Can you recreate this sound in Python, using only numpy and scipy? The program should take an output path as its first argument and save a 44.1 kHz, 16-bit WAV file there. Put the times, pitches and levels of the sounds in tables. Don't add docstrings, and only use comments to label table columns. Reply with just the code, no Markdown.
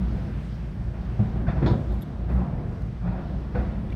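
import sys
import numpy as np
from scipy import signal
from scipy.fft import rfft, irfft
from scipy.io import wavfile
from scipy.ndimage import uniform_filter1d

SR = 44100
rng = np.random.default_rng(int(sys.argv[2]) if len(sys.argv) > 2 else 0)


def wrap_up_sound(samples):
    columns = np.atleast_2d(samples).T
    tamed = np.clip(columns, -1, 1)
    steps = np.round(tamed * 32767).astype(np.int16)
    wavfile.write(sys.argv[1], SR, steps)


N = 174195

# time in seconds, firing pitch in Hz before its wander,
# level in dB before the order balance.
ENGINE_DRONE = [(0.0, 62.2, -28.5), (0.08, 59.1, -29), (0.15, 59.8, -28.5), (0.19, 60.6, -38),
                (0.22, 60.2, -28), (0.3, 58.9, -38), (0.36, 57, -26), (0.42, 58, -44), (0.49, 55.1, -27.5),
                (0.57, 55.8, -39), (0.65, 56.3, -29), (0.74, 57.9, -49), (0.81, 58.03, -25),
                (0.83, 57.94, -35), (0.88, 58.1, -23), (0.93, 57.96, -41), (1.0, 57.95, -23),
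                (1.02, 60, -44), (1.08, 59.25, -25.5), (1.14, 58.7, -36.5), (1.59, 58.77, -24.5),
                (1.64, 57.03, -32), (1.72, 59.6, -20.5), (1.79, 63.8, -49), (1.88, 58.7, -26.5),
                (1.92, 57.55, -24), (1.98, 56.5, -21.5), (2.08, 56.1, -62), (2.18, 54.8, -33.5),
                (2.3, 62.9, -29.5), (2.35, 63, -16), (2.5, 63.6, -39), (2.58, 57.6, -37), (2.76, 58.5, -44),
                (2.83, 55.7, -29), (2.93, 56.24, -49), (2.99, 54.57, -29.5), (3.07, 53.1, -31.5),
                (3.23, 58.06, -35), (3.28, 59.6, -40), (3.3, 59.66, -31), (3.53, 60.03, -33),
                (3.6, 60.0, -16.5), (3.64, 58.5, -26.5), (3.76, 53.2, -35), (3.78, 54.2, -32),
                (3.83, 54.14, -41), (3.95, 52.96, -21.5)]
# multiple of the firing pitch, balance in dB.
ENGINE_ORDERS = [(1, -1), (1.5, -15.5), (2, -16), (3, -23.5)]
FIRING_WANDER = 0.0288
LUMP_DB = 2

# frequency in Hz, relative level in dB per Hz.
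ROAD_COLOUR = [(20, -44.5), (32, -4.5), (45, -0.5), (65, -5.5), (85, -4.5), (159, -5.5), (210, -8.5),
               (261, -15.5), (340, -17), (419, -23), (720, -25.5), (880, -31), (1660, -40.5), (3000, -59),
               (6000, -82.5)]
# time in seconds, rms level in dB within the road band.
ROAD_LOUDNESS = [(0.0, -44), (0.68, -47.5), (1.0, -49.5), (1.68, -37), (2.02, -47), (2.51, -42.5),
                 (2.88, -48), (3.29, -45), (3.95, -44.5)]
# frequency in Hz, relative level in dB per Hz.
AIR_COLOUR = [(800, -2), (1600, 0), (3000, -8), (5500, -16), (7200, -25.5), (8600, -24), (10000, -30.5),
              (15700, -33.5)]
# time in seconds, rms level in dB within the air band.
AIR_LOUDNESS = [(0.0, -58), (1.52, -61), (1.65, -58.5), (1.97, -63), (2.62, -62.5), (3.9, -61.5)]
ROAD_BAND_HZ, AIR_BAND_HZ = (300, 1500), (2000, 7000)
SWELL_DB, FLICKER_DB = 1.2, 1.37

# pitch in Hz, 60 dB decay time in seconds,
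# rms level in dB of the road's murmur.
BODY_MODES = [(113.7, 0.34, -42.5), (143.8, 0.28, -42.5), (181.1, 0.17, -46.5), (204.8, 0.33, -46.5),
              (347.8, 0.17, -58)]

# start in seconds, length in seconds, peak rms level in dB.
RUSTLE_PATCHES = [(.08, .16, -80), (1.9, 0.12, -76), (2.269, .15, -73)]
RUSTLE_CLICKS_PER_S, RUSTLE_HZ, RUSTLE_WIDTH_HZ = 970, 10987, 10000

# start in seconds, rise in seconds, 60 dB decay time in seconds,
# rms levels in dB of the five body rings, then of the plate's thud, low clank, high clank and rattle.
JOINT_THUMPS = [(.935, 0.0083, 0.99, -48, -47.5, -48, -55.5, -75, -47, -51.5, -57, -89),
                (1.185, 0.014, 0.4, -18, -44, -28, -24.5, -39, -37.5, -42.5, -56, -75.5),
                (1.355, 0.0056, 0.3, -35, -37.5, -39, -33.5, -44, -45, -47, -59.5, -77),
                (1.465, 0.02, 0.39, -30.5, -34.5, -32, -33.5, -38.5, -41, -36.5, -40.5, -58.5),
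                (1.554, 0.013, 0.67, -40.5, -33, -38, -36, -45, -49.5, -46.5, -60, -69.5),
                (1.615, 0.014, 0.44, -24, -35, -44.5, -30.5, -28, -27, -42, -43.5, -67),
                (1.66, 0.0027, 0.22, -27.5, -32, -27, -34, -32, -29.5, -33, -41, -40),
                (1.701, 0.0073, 0.53, -23.5, -20.5, -33, -24.5, -33, -30.5, -46, -57, -61.5),
                (1.885, 0.027, 0.56, -32, -31.5, -39, -29.5, -42, -42, -45, -69, -64.5),
                (2.280, 0.023, 0.49, -32, -37, -32, -40, -42, -37, -40.5, -48.5, -65.5),
                (2.340, 0.069, 1, -49, -37, -25.5, -37.5, -45, -45, -42, -57, -73.5),
                (3.012, 0.06, .6, -30, -40.5, -25, -47, -50, -40, -41.5, -50.5, -67),
                (3.080, .11, 0.76, -38, -44, -38.5, -41, -45, -47.5, -45, -54.5, -69),
                (3.546, 0.0046, 0.79, -49, -34.5, -34, -35, -39, -31.5, -36.5, -44, -61.5),
                (3.749, 0.016, 2.8, -55, -44, -38, -34, -48.5, -68, -78, -83, -101)]
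# pitch in Hz, width in Hz, balance in dB within the group.
PLATE_GROUPS = [
    [(255, 113, 3), (390, 119, -6.5), (518, 144, -3)],
    [(633, 193, 4), (749, 145, 2.5), (955, 170, -3), (1150, 280, -4.5)],
    [(1384, 330, 5.5), (1670, 320, 1), (1936, 470, 0.5), (2415, 600, -3.5)],
    [(3560, 800, 5.5), (4350, 870, -1.5), (5180, 540, -8.5), (6658, 600, -17.5)],
]
RING_WOBBLE = 0.0301

# start in seconds, pitch in Hz, rms level in dB,
# rise in seconds, 60 dB decay time in seconds.
PLATE_PINGS = [(1.19, 744, -41, 0.0052, 0.22), (1.468, 1520, -41.5, 0.0033, 0.091),
               (1.485, 1340, -44, .005, .1), (1.49, 656, -40, .006, 0.24),
               (1.489, 3540, -54.5, .008, 0.098), (1.668, 977, -34.5, .015, 0.21),
               (1.725, 736, -38.5, 0.0071, .2), (2.36, 1292, -50, 0.018, 0.28),
               (3.547, 490, -31.5, 0.017, 0.21), (3.547, 1490, -40.5, 0.012, 0.1)]

# start in seconds, length in seconds (loudest halfway), dull level in dB,
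# bright level in dB, dull pitch in Hz.
TRIM_TICKS = [(1.7125, 0.0038, -64, -62, 3600), (1.923, 0.0044, -62, -65, 3730),
              (1.941, 0.0046, -64, -65, 3400), (2.011, 0.0034, -72, -62, 3610),
              (2.0165, 0.016, -54, -61.5, 3500), (2.333, 0.0038, -64, -68, 3400),
              (2.365, 0.0041, -72, -73.5, 3400), (2.39, 0.0038, -70, -71, 3370),
              (2.8208, 0.002, -54, -59.5, 3800), (3.902, 0.0043, -54, -75, 3535),
              (3.919, .012, -46, -81, 2335)]
DULL_WIDTH_HZ, BROAD_HZ, BROAD_WIDTH_HZ = 720, 8500, 10000
SQUEAK_HZ, SQUEAK_WIDTH_HZ = 11800, 1600
SQUEAK_FULL_DB, SQUEAK_FULL_S = 9, 0.018

MIC_LOW_HZ, TOP_HZ = 34.8, 15750


def undb(db):
    return 10 ** (np.asarray(db) / 20)


def unit(x):
    return x / np.sqrt(np.mean(x ** 2))


def curve(table, column=1):
    rows = np.array(table)
    return np.interp(np.arange(N) / SR, rows[:, 0], rows[:, column])


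def band(hz, width_hz, count=N):
    b, a = signal.iirpeak(hz, hz / width_hz, fs=SR)
    noise = rng.standard_normal(count + 2000)
    once = signal.lfilter(b, a, noise)
    return unit(signal.lfilter(b, a, once)[2000:])


def walk(rate):
    hold = int(SR / rate)
    steps = np.repeat(rng.standard_normal(N // hold + 1), hold)
    return 1.3 * uniform_filter1d(uniform_filter1d(steps, hold), hold)[:N]


def coloured(colour, edges):
    hz = np.maximum(np.arange(N // 2 + 1) * SR / N, 1)
    rows = np.array(colour)
    tilt_db = np.interp(np.log(hz), np.log(rows[:, 0]), rows[:, 1], left=-99)
    spectrum = rfft(rng.standard_normal(N)) * undb(tilt_db)
    in_band = (hz > edges[0]) * (hz < edges[1])
    spectrum = spectrum / np.std(irfft(spectrum * in_band, N))
    place = 2 * np.log2(hz / 20)
    swell = SWELL_DB * walk(5.94)
    out = np.zeros(N)
    for k in range(21):
        piece = irfft(spectrum * np.clip(1 - abs(place - k), 0, 1), N)
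        out += piece * undb(swell + FLICKER_DB * walk(14))
    return out


def strike(t, rise, t60):
    return np.clip(t / rise, 0, 1) * np.exp(-np.log(1000) * np.maximum(t - rise, 0) / t60)


def engine():
    turns = np.cumsum(curve(ENGINE_DRONE) * (1 + FIRING_WANDER * walk(12))) / SR
    tone = np.zeros(N)
    for multiple, db in ENGINE_ORDERS:
        lump_db = LUMP_DB * multiple * walk(14)
        tone += undb(db + lump_db) * np.sin(2 * np.pi * (multiple * turns + rng.random()))
    return np.sqrt(2) * tone * undb(curve(ENGINE_DRONE, column=2))


def road():
    tyres = coloured(ROAD_COLOUR, ROAD_BAND_HZ) * undb(curve(ROAD_LOUDNESS))
    air = coloured(AIR_COLOUR, AIR_BAND_HZ) * undb(curve(AIR_LOUDNESS))
    return tyres + air


def body_hum():
    return sum(undb(db) * band(hz, 2 * 2.3 / t60) for hz, t60, db in BODY_MODES)


def rustles():
    t = np.arange(N) / SR
    clicks = (rng.random(N) < RUSTLE_CLICKS_PER_S / SR).astype(float)
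    puffs = uniform_filter1d(clicks, size=60)
    grain = unit(puffs * band(RUSTLE_HZ, RUSTLE_WIDTH_HZ))
    level = np.zeros(N)
    for at, length, db in RUSTLE_PATCHES:
        level += undb(db) * np.sin(np.pi * np.clip((t - at) / length, 0, 1))
    return grain * level


def thumps():
    out, t = np.zeros(N + 2 * SR), np.arange(SR) / SR
    plate = []
    for group in PLATE_GROUPS:
        plate.append(unit(sum(undb(db) * band(hz, width, count=N + SR) for hz, width, db in group)))
    bends = [np.pad(np.cumsum(RING_WOBBLE * walk(30)) / SR, (0, SR), mode="edge") for _ in BODY_MODES]
    for at, rise, t60, *levels_db in JOINT_THUMPS:
        span = slice(int(at * SR), int(at * SR) + SR)
        for db, (hz, own_t60, _), bend in zip(levels_db, BODY_MODES, bends):
            env = strike(t, rise, np.sqrt(t60 * own_t60))
            tone = np.sin(2 * np.pi * (hz * (t + bend[span]) + rng.random()))
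            out[span] += undb(db) * np.sqrt(2) * env * tone
        clank = sum(undb(db) * noise[span] for db, noise in zip(levels_db[5:], plate))
        out[span] += strike(t, rise, t60) * clank
    return out[:N]


def pings():
    out, t = np.zeros(N + SR), np.arange(SR // 2) / SR
    for at, hz, db, rise, t60 in PLATE_PINGS:
        start = int(at * SR)
        tone = np.sqrt(2) * np.sin(2 * np.pi * hz * t)
        out[start:start + SR // 2] += undb(db) * strike(t, rise, t60) * tone
    return out[:N]


def ticks():
    out, size = np.zeros(N + SR), SR // 10
    t = np.arange(size) / SR
    for at, length, dull_db, bright_db, hz in TRIM_TICKS:
        start, u = int(at * SR), 2 * t / length
        env = u * np.exp((1 - u ** 2) / 2)
        squeak_gain = undb(SQUEAK_FULL_DB) * length / SQUEAK_FULL_S
        squeak = squeak_gain * band(SQUEAK_HZ, SQUEAK_WIDTH_HZ, count=size)
        bright = band(BROAD_HZ, BROAD_WIDTH_HZ, count=size) + squeak
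        dull = band(hz, DULL_WIDTH_HZ, count=size)
        out[start:start + size] += env * (undb(dull_db) * dull + undb(bright_db) * bright)
    return out[:N]


def scene():
    return (engine() + road() + body_hum() + rustles() + thumps() + pings() + ticks())[None]


def record(dry):
    low_cut = signal.butter(4, MIC_LOW_HZ, "high", fs=SR, output="sos")
    top_cut = signal.ellip(10, .2, 70, TOP_HZ, fs=SR, output="sos")
    return signal.sosfilt(top_cut, signal.sosfilt(low_cut, dry))


dry = scene()
out = record(dry)
wrap_up_sound(out)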